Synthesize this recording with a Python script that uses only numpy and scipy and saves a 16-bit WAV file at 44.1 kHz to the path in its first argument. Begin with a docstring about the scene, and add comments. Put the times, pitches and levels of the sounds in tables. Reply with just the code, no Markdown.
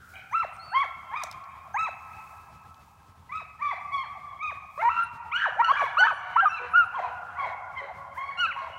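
"""High arched yelps that crack and turn hoarse: young hounds bay as they run a trail through pine woods.
The trunks throw back a long ringing tail. Between the bays: thin whistles, twig snaps, dry grass, a low rumble.
Voices are wavering tones with overtones, roughened and mixed with breath noise; whistles are gliding sines.
Snaps, grass, air and drone are shaped noise; bushes and trees answer by convolution with decaying noise."""
import sys
import numpy as np
from scipy import signal
from scipy.fft import rfft, irfft
from scipy.io import wavfile
from scipy.ndimage import uniform_filter1d

SR = 44100
rng = np.random.default_rng(int(sys.argv[2]) if len(sys.argv) > 2 else 0)


def wrap_up_sound(samples):
    """Save the sound to the file named by the first command line argument, as 16-bit audio."""
    columns = np.atleast_2d(samples).T
    # keep every value between -1 and 1, then stretch to whole-number steps
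    tamed = np.clip(columns, -1, 1)
    steps = np.round(tamed * 32767).astype(np.int16)
    wavfile.write(sys.argv[1], SR, steps)


N = 387198
TIME = np.arange(N) / SR


def from_db(db):
    """Decibels to gain."""
    return 10 ** (np.asarray(db) / 20)


def rms_one(x):
    """Scale to unit power."""
    return x / np.sqrt(np.mean(x ** 2) + 1e-20)


def at_hz(points, hz):
    """Read a spectrum on a log-frequency axis."""
    f, value = np.transpose(points)
    return np.interp(np.log(np.maximum(hz, 1)), np.log(f), value)


def coloured(spectrum, size):
    """Noise of a given spectrum, rms 1."""
    hz = np.arange(size // 2 + 1) * SR / size
    white = rfft(rng.standard_normal(size))
    return rms_one(irfft(white * from_db(at_hz(spectrum, hz)), size))


def wobble(rate_hz, size):
    """Smooth random drift up to rate_hz, about unit rms."""
    run_in = SR // 8
    lowpass = signal.butter(4, rate_hz, fs=SR, output="sos")
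    drift = signal.sosfilt(lowpass, rng.standard_normal(size + run_in))
    return rms_one(drift)[run_in:]


def resonance(x, hz, width_hz):
    """Two-pole resonance with gain 1 on top."""
    r = np.exp(-np.pi * width_hz / SR)
    feedback = [1, -2 * r * np.cos(2 * np.pi * hz / SR), r * r]
    return signal.lfilter(np.array([1, 0, -1]) * (1 - r * r) / 2, feedback, x)


def note(start_s, length_s, edge_s):
    """Samples a call covers, their time since its start, and its soft-edged gate."""
    inside = np.minimum(TIME - start_s, start_s + length_s - TIME) / edge_s + .5
    at = np.flatnonzero(inside > 0)
    gate = np.sin(np.pi / 2 * np.minimum(inside[at], 1)) ** 2
    return at, np.clip(TIME[at] - start_s, 0, length_s), gate


# still-air spectrum: (f/Hz, relative level/dB)
AIR = [(25, -21), (50, -3), (80, 6.5), (180, -1), (300, -13.5), (700, -14.5), (2000, -19.5), (5000, -26.5),
       (15500, -38)]


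def still_air(level_db=-59.0):
    """Noise falling off toward the treble, its level drifting slightly."""
    return from_db(level_db + 2.2 * wobble(11, N)) * coloured(AIR, N)


def far_drone(level_db=-65):
    """Far wavering drone: noise through two equal low resonances."""
    hum = rms_one(resonance(resonance(rng.standard_normal(N), 81.6, 21), 81.6, 21))
    return from_db(level_db + 0.95 * wobble(8, N)) * hum


# grass spectrum: (f/Hz, relative level/dB)
GRASS_COLOUR = [(1500, 0), (3000, -3.5), (7000, -3), (10000, -5), (15000, -5)]
# dry grass stirring close by: (middle t/s, half-width t/s, peak level/dB)
RUSTLES = [(0.12, 0.14, -61.5), (0.325, 0.048, -64.5), (1.394, 4, -71), (2.254, 0.36, -64),
           (2.841, 0.24, -71), (4.79, 0.13, -64.5), (5.843, 0.037, -61), (8.173, 0.04, -61.5)]
GRASS_REST_DB = -83   # never quite still


def grass():
    """Crisp noise; bell-shaped rustles add in power over a resting level."""
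    power = from_db(GRASS_REST_DB) ** 2
    for s, half_width_s, level_db in RUSTLES:
        power = power + (from_db(level_db) * np.exp(-2 * ((TIME - s) / half_width_s) ** 2)) ** 2
    return np.sqrt(power) * from_db(0.97 * wobble(70, N)) * coloured(GRASS_COLOUR, N)


# twig snaps: (t/s, level/dB, ring f/Hz)
SNAPS = [(0.565, -58, 6000), (1.202, -57, 4990), (1.221, -48, 4730), (1.236, -27, 6080), (1.27, -50, 3470),
         (1.313, -36, 5100), (1.326, -44, 4000), (1.44, -55, 4470), (2.744, -56, 3245)]


def twig(crack_s=0.0024, splinter_db=-24, splinter_s=0.03):
    """Each snap is a very short bright burst with a splintering tail."""
    out, t = np.zeros(N), TIME[:SR // 10]
    envelope = np.exp(-(t / crack_s) ** 2) + from_db(splinter_db) * np.exp(-t / splinter_s)
    for s, level_db, hz in SNAPS:
        burst = rms_one(resonance(rng.standard_normal(len(t)), hz, 1200))
        at = round(s * SR)
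        out[at:at + len(t)] += from_db(level_db) * burst * envelope
    return out


# whistles: (t/s, length t/s, first f/Hz, last f/Hz, level/dB); pitches before the warble
WHISTLES = [(0.315, 0.027, 6100, 6400, -62), (0.53, 0.039, 9150, 8450, -65.5),
            (0.58, 0.081, 8600, 8700, -73), (0.7, 0.028, 8850, 8750, -69), (0.595, .18, 4330, 4550, -53.5),
            (1.739, 0.029, 6310, 6700, -55.5), (5.031, 0.018, 9580, 9890, -57),
            (6.124, 0.055, 9200, 9300, -71), (6.483, 0.034, 5800, 5720, -57),
            (6.487, 0.04, 9520, 9540, -75), (6.71, 0.029, 10440, 10100, -72),
            (6.843, 0.024, 9970, 10020, -69.5)]
WARBLE_RATE_HZ, WARBLE_DEPTH_HZ = 7.9, 120


def whistling(octave_db=-40.0):
    """Thin gliding, warbling tones with a faint octave."""
    out = np.zeros(N)
    for s, length_s, first_hz, last_hz, level_db in WHISTLES:
        at, t, gate = note(s, length_s, edge_s=0.012)
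        glide_hz = first_hz + (last_hz - first_hz) * t / length_s
        pitch_hz = glide_hz - WARBLE_DEPTH_HZ * np.cos(2 * np.pi * WARBLE_RATE_HZ * t)
        phase = 2 * np.pi * np.cumsum(pitch_hz * (1 + 0.0016 * wobble(150, len(at)))) / SR
        octave = from_db(octave_db) * np.sin(2 * phase) * (pitch_hz < SR / 8)
        out[at] += gate * from_db(level_db) * np.sqrt(2) * (np.sin(phase) + octave)
    return out


# decay of the woods: (f/Hz, 60 dB decay t/s)
WOODS_T60 = [(1300, 5), (1800, 1), (2600, 3), (3800, 0.66), (9000, 3)]


def lingering(level_db=-51):
    """The woods still ring from an earlier bay: resonant noise dying away."""
    ringing = resonance(resonance(rng.standard_normal(N), 1420, 220), 1420, 220)
    return from_db(level_db - 60 * TIME / WOODS_T60[0][1]) * rms_one(ringing)


# colour of the woods' answer: (f/Hz, level/dB)
WOODS_COLOUR = [(400, -18.5), (650, -6.5), (1000, -10), (1300, -7), (1600, -3), (2000, -0.5), (2550, -2.5),
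                (3100, -3.5), (4200, -0.5), (7000, -6)]


def woods(x, edge_s=0.024, early_db=4, early_s=0.064, clump_db=2.5, patchy_db=3):
    """Countless trunks scatter the sound: near ones answer strongly, far ones linger; decay varies by band."""
    t = TIME[:3 * SR]
    white, tail = rng.standard_normal((2, len(t))), 0
    edges_hz = 300 * 2 ** (np.arange(12) / 2)
    for k, (low, high) in enumerate(zip(edges_hz, edges_hz[1:])):
        hz = np.sqrt(low * high)
        bandpass = signal.butter(2, [low, high], "band", fs=SR, output="sos")
        band = signal.sosfilt(bandpass, white[k % 2])
        decay_db = -60 * t / at_hz(WOODS_T60, hz)
        tail = tail + band * from_db(at_hz(WOODS_COLOUR, hz) + decay_db + patchy_db * wobble(14, len(t)))
    tail *= from_db(clump_db * wobble(28, len(t)))   # trunks stand in clumps: the answer flutters
    arrival = 1 - np.exp(-(t / edge_s) ** 4)   # sound first crosses the clearing
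    tail *= arrival * (1 + from_db(early_db) * np.exp(-t / early_s))
    return signal.fftconvolve(x, tail * np.sqrt(2 / SR))[:N]


def thicket(x, level_db=-11, fade_s=0.02):
    """Ground and bushes beside the dogs scatter each call so soon that it beats with itself."""
    t = TIME[:SR // 5]
    scatter = rng.standard_normal(len(t)) * np.exp(-t / fade_s) * np.sqrt(2 / (fade_s * SR))
    # twigs turn back mainly short waves
    scatter = signal.sosfilt(signal.butter(1, 1500, "high", fs=SR, output="sos"), scatter)
    return from_db(level_db) * signal.fftconvolve(x, scatter)[:N]


# throat colour of overtones 3-8: (f/Hz, level/dB)
THROAT = [(2400, -0.5), (2900, -4.5), (3250, -10), (3700, -16.5), (4350, -20.5), (5000, -29.5),
          (5900, -23.5), (7200, -32), (8600, -33), (10500, -52)]
# rasp of air in the throat: (f/Hz, relative level/dB)
RASP = [(350, -55.5), (600, -26), (1300, 1), (1750, 6.5), (2400, 2), (3000, -20), (3900, -5.5), (4600, -18),
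        (6200, -16), (8500, -24.5), (11000, -44.5)]
OVERTONE_ROUGHNESS = 0.3   # added per overtone above the octave
OCTAVE_FLUTTER_DB, OVERTONE_FLUTTER_DB = 3, 4.5   # rms
BLUR_HZ, HOARSE_BLUR_HZ = 100, 313   # hoarser calls spread their lines wider
GRIT_DB, GRIT_HZ = 5.5, 120   # a hoarse voice comes in uneven jolts
GLIDE_DULL_DB_PER_OCTAVE, FAST_GLIDE_OCTAVES_PER_S = 12, 14
SLACK_DULL_DB_PER_OCTAVE = 18.0


def bay(pitch_hz, level_db, octave_db, hoarse, bite_db, waver=0.0068, rasp_db=-14, slack_rasp_db=7):
    """Vocal folds give a near-pure tone with overtones; when hoarse they beat unevenly and air rasps through."""
    size, hoarse = len(pitch_hz), np.clip(hoarse, 0, 1)
    blur_hz = BLUR_HZ + HOARSE_BLUR_HZ * hoarse.max() ** 2
    # the pitch never holds quite still
    phase = 2 * np.pi * np.cumsum(pitch_hz * (1 + waver * wobble(100, size))) / SR

    def partial(k):
        """Uneven cycles spread a line into a rough band of the same power."""
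        chaos = np.clip(1.7 * hoarse + OVERTONE_ROUGHNESS * max(k - 2, 0), 0, 1) ** 3.0
        band = wobble(blur_hz, size) * np.cos(k * phase) + wobble(blur_hz, size) * np.sin(k * phase)
        slip = 0.079 * (k - 1) * wobble(75, size)   # higher overtones are less steady
        return np.sqrt(2 - 2 * chaos ** 2) * np.sin(k * phase + slip) + chaos * band

    voice = from_db(level_db) * partial(1)
    voice += from_db(octave_db + OCTAVE_FLUTTER_DB * wobble(42, size)) * partial(2)

    slack = np.clip(2 - pitch_hz / 620, 0, 1)   # slack folds give few overtones
    speed = uniform_filter1d(np.gradient(np.log2(pitch_hz)) * SR, size=400)   # octaves/s
    sliding = np.minimum(np.abs(speed) / FAST_GLIDE_OCTAVES_PER_S, 1)   # fast slides dull the top
    dulling_db = SLACK_DULL_DB_PER_OCTAVE * slack + GLIDE_DULL_DB_PER_OCTAVE * sliding
    for k in range(3, 9):
        overtone_db = octave_db + bite_db + at_hz(THROAT, k * pitch_hz) - dulling_db * np.log2(k / 2)
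        voice += from_db(overtone_db + OVERTONE_FLUTTER_DB * wobble(40, size)) * partial(k)

    # on low notes strong and weak cycles alternate: a growl with lines between the harmonics
    for k in (0.5, 1.5, 2.5):
        half_db = level_db + at_hz(RASP, k * pitch_hz) / 2 - 5 * np.log2(2 * k)
        voice += from_db(half_db) * hoarse * np.minimum(2 * slack, 1) * partial(k)

    # slack folds leak more air
    breath = from_db(rasp_db + slack_rasp_db * slack) * hoarse
    breath = breath * (from_db(octave_db) + hoarse * from_db(level_db))
    rasp = breath * coloured(RASP, size) * (1 + .5 * np.sin(phase))
    jolts = from_db(GRIT_DB * hoarse * (wobble(GRIT_HZ, size) - .5 * hoarse))
    return jolts * (voice + rasp)


# short low growls: (t/s, length t/s, f/Hz, level/dB, octave re fundamental level/dB, hoarseness 0-1)
GROWLS = [(0.138, 0.057, 768.6, -52.5, -2.5, 0.43), (6.203, 0.22, 726, -50.5, -3, 0.42),
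          (6.597, 0.072, 490.5, -45.5, -3, 0.38), (6.981, 0.062, 704, -42.5, -31, 0.48),
          (7.422, 0.074, 567.6, -48.5, -12, 0.43), (7.809, 0.064, 561.3, -42.5, -15.5, 0.41),
          (8.616, 0.04, 654, -47.5, -15, 0.44)]
GROWL_BITE_DB, GROWL_CARRY_DB = 7, 8


def growl(row):
    """The same voice held low and rough, with soft edges."""
    s, length_s, hz, level_db, overtone_db, hoarse = row
    at, t, gate = note(s, length_s, edge_s=0.012)
    pitch_hz = np.full(len(t), float(hz))
    sound = bay(pitch_hz, level_db, level_db + overtone_db, hoarse, GROWL_BITE_DB)
    return at, gate * sound, GROWL_CARRY_DB


# open mouth colours the octave overtone as it glides through: (f/Hz, level/dB)
MOUTH = [(1000, -5), (1270, -5), (1600, -5), (2000, -4), (2300, -1.5), (3000, 0.5), (3300, -18.5),
         (3600, -29.5)]
# yelps: (t/s, length t/s, mid-call f/Hz, glide/octaves per s, scoop/octaves, rise t/s, fall/octaves,
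# level/dB, swell/dB, fade/dB, octave re fundamental level/dB, hoarseness 0-1,
# bite = top overtone level/dB, carry = level into the trees/dB)
YELPS = [ (0.312, 0.14, 1353, 0.65, 0.67, 0.044, 1.18, -22, 19.5, 12, -15.5, 0.2, -3.5, 0),
         (0.717, 0.14, 1094, 2, 0.45, 0.037, 1.08, -23, 16.5, 16, -6, 0.11, -3.5, -2),
         (1.114, 0.13, 1225, 0.5, 0.55, 0.059, 1.05, -33, 4, 1, -7.5, 0.32, 1, 2),
         (1.743, 0.15, 1299, 0.5, 0.68, 0.049, 1.03, -25, 1, 4, -8, 0.1, -1, -1.5),
         (3.292, 0.14, 1267, 0.46, 0.33, 0.051, 1.5, -34, 11, 21.5, -9.5, 0.3, -3.5, 3),
         (3.593, .15, 1155, -1, 0.45, 0.037, 0.87, -27, 18.5, 12.5, -13, 0.23, -2, 6),
         (3.915, 0.15, 1092, -0.7, 0.14, .012, 0.77, -29.5, 13.5, 22.5, -9, 0, 3, -0.5),
         (4.391, 0.14, 1236, -0.5, 0.24, 0.044, 1.19, -30.5, 20.5, 16.5, -6.5, 0.04, -5.5, 1),
         (4.777, 0.043, 653, 9, 0.087, 0.025, 0.0048, -33.5, 12, 1.5, 4, 0.22, 7.5, -19),
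         (5.737, 0.155, 1134, -1.5, .75, .04, 0.65, -26.5, 8.5, 11.5, -9.5, 0.4, -5.5, 2),
         (6.423, 0.028, 806, -1.5, 0.024, 0.013, 0.09, -14, 16, 12.5, -35, 0.2, -7.5, -10),
         (6.494, 0.1, 1332, -0.06, 0.015, 0.029, 0.23, -34, 19, 9, -6, 0.24, -2.5, 2.5),
         (6.736, .108, 1420, -0.6, .15, 0.03, .17, -16.5, 5, 6, -23.5, 0.12, -3.5, -9),
         (6.927, 0.076, 1081, -1, 0.52, .028, 0.65, -30, 16, 4, -23, 0.33, 13, 6),
         (7.017, 0.092, 968, -3, 0.059, 0.015, 0.63, -32, 18, 13, -36, 0.4, 16, 5),
         (7.36, 0.12, 1083, -2.5, 0.32, 0.03, 0.7, -32.5, 18.5, 6, -10, 0.33, -5, 8),
         (7.761, 0.051, 1065, 0, 0.068, 0.022, .15, -34.5, 22, 6.5, 1, 0.26, -6, -0.5),
         (8.15, 0.18, 1100, 0.5, 0.53, 0.041, 0.61, -33.5, 14, 20, -7, 0.12, -3.5, 6),
         (8.552, .15, 1075, -0.6, 0.56, .025, 0.83, -34.5, 9, 8, -18, 0.41, -0.5, 6), ]
FALL_S, FALL_CURVE = 0.039, 1.5   # closing drop starts gently and steepens
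FALL_HOARSENESS = 0.4   # approached as the pitch drops
OVERTONE_FOLLOWS = 0.29   # share of the effort in dB that the overtones take part in
CREST_SHARE, BUILD_DB_PER_S, EASE_DB_PER_S = 0.23, 71.5, 49   # effort builds to a crest, then eases
TREMOR_HZ, TREMOR_DB, TREMOR_OCTAVES = 35, 2.04, 0.0085   # a running dog's voice shakes; rms depths
SCOOP_DULL_DB = 12.5   # top overtones open only once the pitch is reached
# the drop ends in a short low "oo" as it passes a throat resonance
LANDING_DB, LANDING_HZ, LANDING_OCTAVES = 5, 650, 0.18


def yelp(row):
    """Scoops up while swelling, glides, then falls as breath gives out; effort drives level and overtones."""
    (s, length_s, hz, glide, scoop, rise_s, fall, peak_db, swell_db, fade_db,
     overtone_db, hoarse, bite_db, carry_db) = row
    at, t, gate = note(s, length_s, edge_s=.006)
    rising = np.cos(np.pi / 2 * np.minimum(t / rise_s, 1)) ** 2
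    falling = np.maximum(1 - (length_s - t) / FALL_S, 0) ** FALL_CURVE

    held_hz = hz * 2 ** (glide * (t - length_s / 2))
    pitch_hz = held_hz * 2 ** (TREMOR_OCTAVES * wobble(TREMOR_HZ, len(t)) - scoop * rising - fall * falling)

    crest_s = CREST_SHARE * length_s
    effort_db = -swell_db * rising - fade_db * falling
    effort_db += np.minimum(BUILD_DB_PER_S * (t - crest_s), EASE_DB_PER_S * (crest_s - t))
    effort_db += TREMOR_DB * wobble(TREMOR_HZ, len(t))

    hoarse = hoarse + (FALL_HOARSENESS - hoarse) * np.clip(2 * fall * falling, 0, 1)
    octave_db = peak_db + overtone_db + OVERTONE_FOLLOWS * effort_db + at_hz(MOUTH, 2 * pitch_hz)
    landing_db = LANDING_DB * falling * np.exp(-(np.log2(pitch_hz / LANDING_HZ) / LANDING_OCTAVES) ** 2)
    level_db = peak_db + effort_db + landing_db
    sound = bay(pitch_hz, level_db, octave_db, hoarse, bite_db - SCOOP_DULL_DB * rising)
    return at, gate * sound, carry_db


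# loudest bays, several dogs overlapping: (bite level/dB, carry level/dB, course of the voice
# [(t/s, f/Hz, level/dB, octave re fundamental level/dB, hoarseness 0-1), ..])
CRACKED_BAYS = [ (-10, -2.5, [(4.812, 707, -41, 7, 0.5), (4.828, 893, -24, -18, 0.4),
                (4.889, 975, -18.5, -14, 0.07), (4.897, 1323, -28.5, -15.5, 0.38),
                (4.95, 1357, -34, -5.5, 0.46), (4.99, 1353, -22.5, -17.5, .36),
                (5.04, 1398, -28, -18.5, 0.38)]), (1, 3, [(5.316, 985, -40.5, 2, 0.08),
                (5.34, 1380, -26.5, -14, 0.17), (5.365, 1460, -25, -5.5, 0.14),
                (5.39, 1700, -34.5, -14.5, 0.37), (5.405, 1666, -29.5, -31.5, .65),
                (5.448, 1530, -23, -28.5, 0.48), (5.465, 900, -27, -26, .35),
                (5.492, 497, -37.5, -19, 0.06)]), (-4.5, -3, [(5.561, 488, -48, -4.5, .1),
                (5.587, 781, -31.5, -10.5, 0.15), (5.6, 927, -16.5, -22.5, 0.29),
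                (5.617, 964, -17.5, -18.5, 0.12), (5.623, 1374, -25.5, -25, .15),
                (5.695, 1290, -27.5, -19.5, .2), (5.712, 816, -33, -17.5, .25),
                (5.73, 516, -38, -13, 0.05)]), (5.5, 3, [(5.645, 1440, -26, -3, 0.3),
                (5.665, 1489, -36, -20, 0.3), (5.698, 1496, -32, -10.5, 0.14),
                (5.71, 1656, -40, -4.5, 0.36), (5.78, 1667, -34.5, -28.5, 0.27),
                (5.9, 1692, -37.5, -19.5, 0.5)]), (6, -6.5, [(5.672, 732, -47.5, -8.5, .1),
                (5.69, 1006, -21, -17.5, 0.05), (5.717, 1139, -14, -29, .08),
                (5.723, 1580, -35.5, -14.5, 0.4), (5.75, 1620, -29.5, -20.5, 0.42),
                (5.805, 1149, -34.5, -9.5, 0.6), (5.823, 738, -23.5, -13, 0.38),
                (5.843, 480, -39, -14.5, 0.3)]), (5, -3.5, [(5.97, 1117, -20, -29, .1),
                (5.988, 1430, -20.5, -7, 0.11), (6.005, 1509, -18.5, -12.5, .1),
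                (6.036, 1488, -13, -28.5, 0.2), (6.042, 1715, -20.5, -22.5, 0.1),
                (6.06, 1780, -28, -34, .12), (6.09, 1513, -27.5, -18.5, 0.31)]),
                (3.5, -8.5, [(5.981, 532, -42, -7.5, .2), (6.01, 807, -26.5, -25, 0.37),
                (6.06, 937, -23.5, -15, 0.37), (6.068, 889, -25.5, -5.5, 0.4),
                (6.073, 1307, -20.5, -26.5, 0.4), (6.105, 1261, -26, -13.5, 0.45),
                (6.12, 750, -31.5, -20, 0.3), (6.138, 485, -47, -17.5, 0.3)]),
                (-0.5, -7.5, [(6.359, 872, -21.5, -9.5, 0.14), (6.365, 963, -14.5, -19.5, 0.12),
                (6.374, 1323, -19.5, -36.5, 0.2), (6.402, 1382, -16.5, -19, 0.25),
                (6.411, 1628, -21.5, -29.5, 0), (6.453, 1523, -28.5, -28.5, 0.2),
                (6.458, 1259, -14.5, -29, 0.2), (6.485, 1177, -21, -28, 0.03)]),
                (-1.5, -4, [(8.374, 1378, -40, 1.5, 0.25), (8.41, 1463, -26, -5, 0.04),
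                (8.44, 1374, -22, -9, 0), (8.464, 1256, -29, -4, 0.25), (8.469, 1640, -33, -34, 0.27),
                (8.51, 1340, -33.5, -11, 0.4), (8.53, 924, -46, 12, 0.15)]), ]


def cracked_bay(row):
    """The voice follows its course through jumps of register, often turning hoarse."""
    bite_db, carry_db, course = row
    s, *controls = np.transpose(course)
    s = np.sort(s)
    at, t, gate = note(s[0], s[-1] - s[0], edge_s=.005)
    pitch_hz, level_db, overtone_db, hoarse = [np.interp(s[0] + t, s, control) for control in controls]
    return at, gate * bay(pitch_hz, level_db, level_db + overtone_db, hoarse, bite_db), carry_db


def hounds():
    """All the calls: as heard directly, and as they carry into the trees."""
    out = np.zeros((2, N))
    calls = [yelp(row) for row in YELPS]
    calls += [cracked_bay(row) for row in CRACKED_BAYS]
    calls += [growl(row) for row in GROWLS]
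    for at, sound, carry_db in calls:
        out[:, at] += sound, from_db(carry_db) * sound
    # the pack's calls carry nothing below about 320 Hz
    return signal.sosfilt(signal.butter(4, 320, "high", fs=SR, output="sos"), out)


def scene(whistle_carry_db=-13):
    """Pack and whistles, their answer from bushes and trees, and the small sounds near by."""
    background = still_air() + far_drone() + grass()
    whistles = whistling()
    pack, pack_carried = hounds()
    carried = pack_carried + from_db(whistle_carry_db) * whistles
    echo = thicket(carried) + woods(carried) + lingering()
    return (background + twig() + whistles + echo + pack)[None]


CUTOFF_HZ = 15750


def record(dry):
    """Steep elliptic low-pass cuts the top."""
    return signal.sosfilt(signal.ellip(10, .1, 80, CUTOFF_HZ, fs=SR, output="sos"), dry)


dry = scene()
out = record(dry)
wrap_up_sound(out)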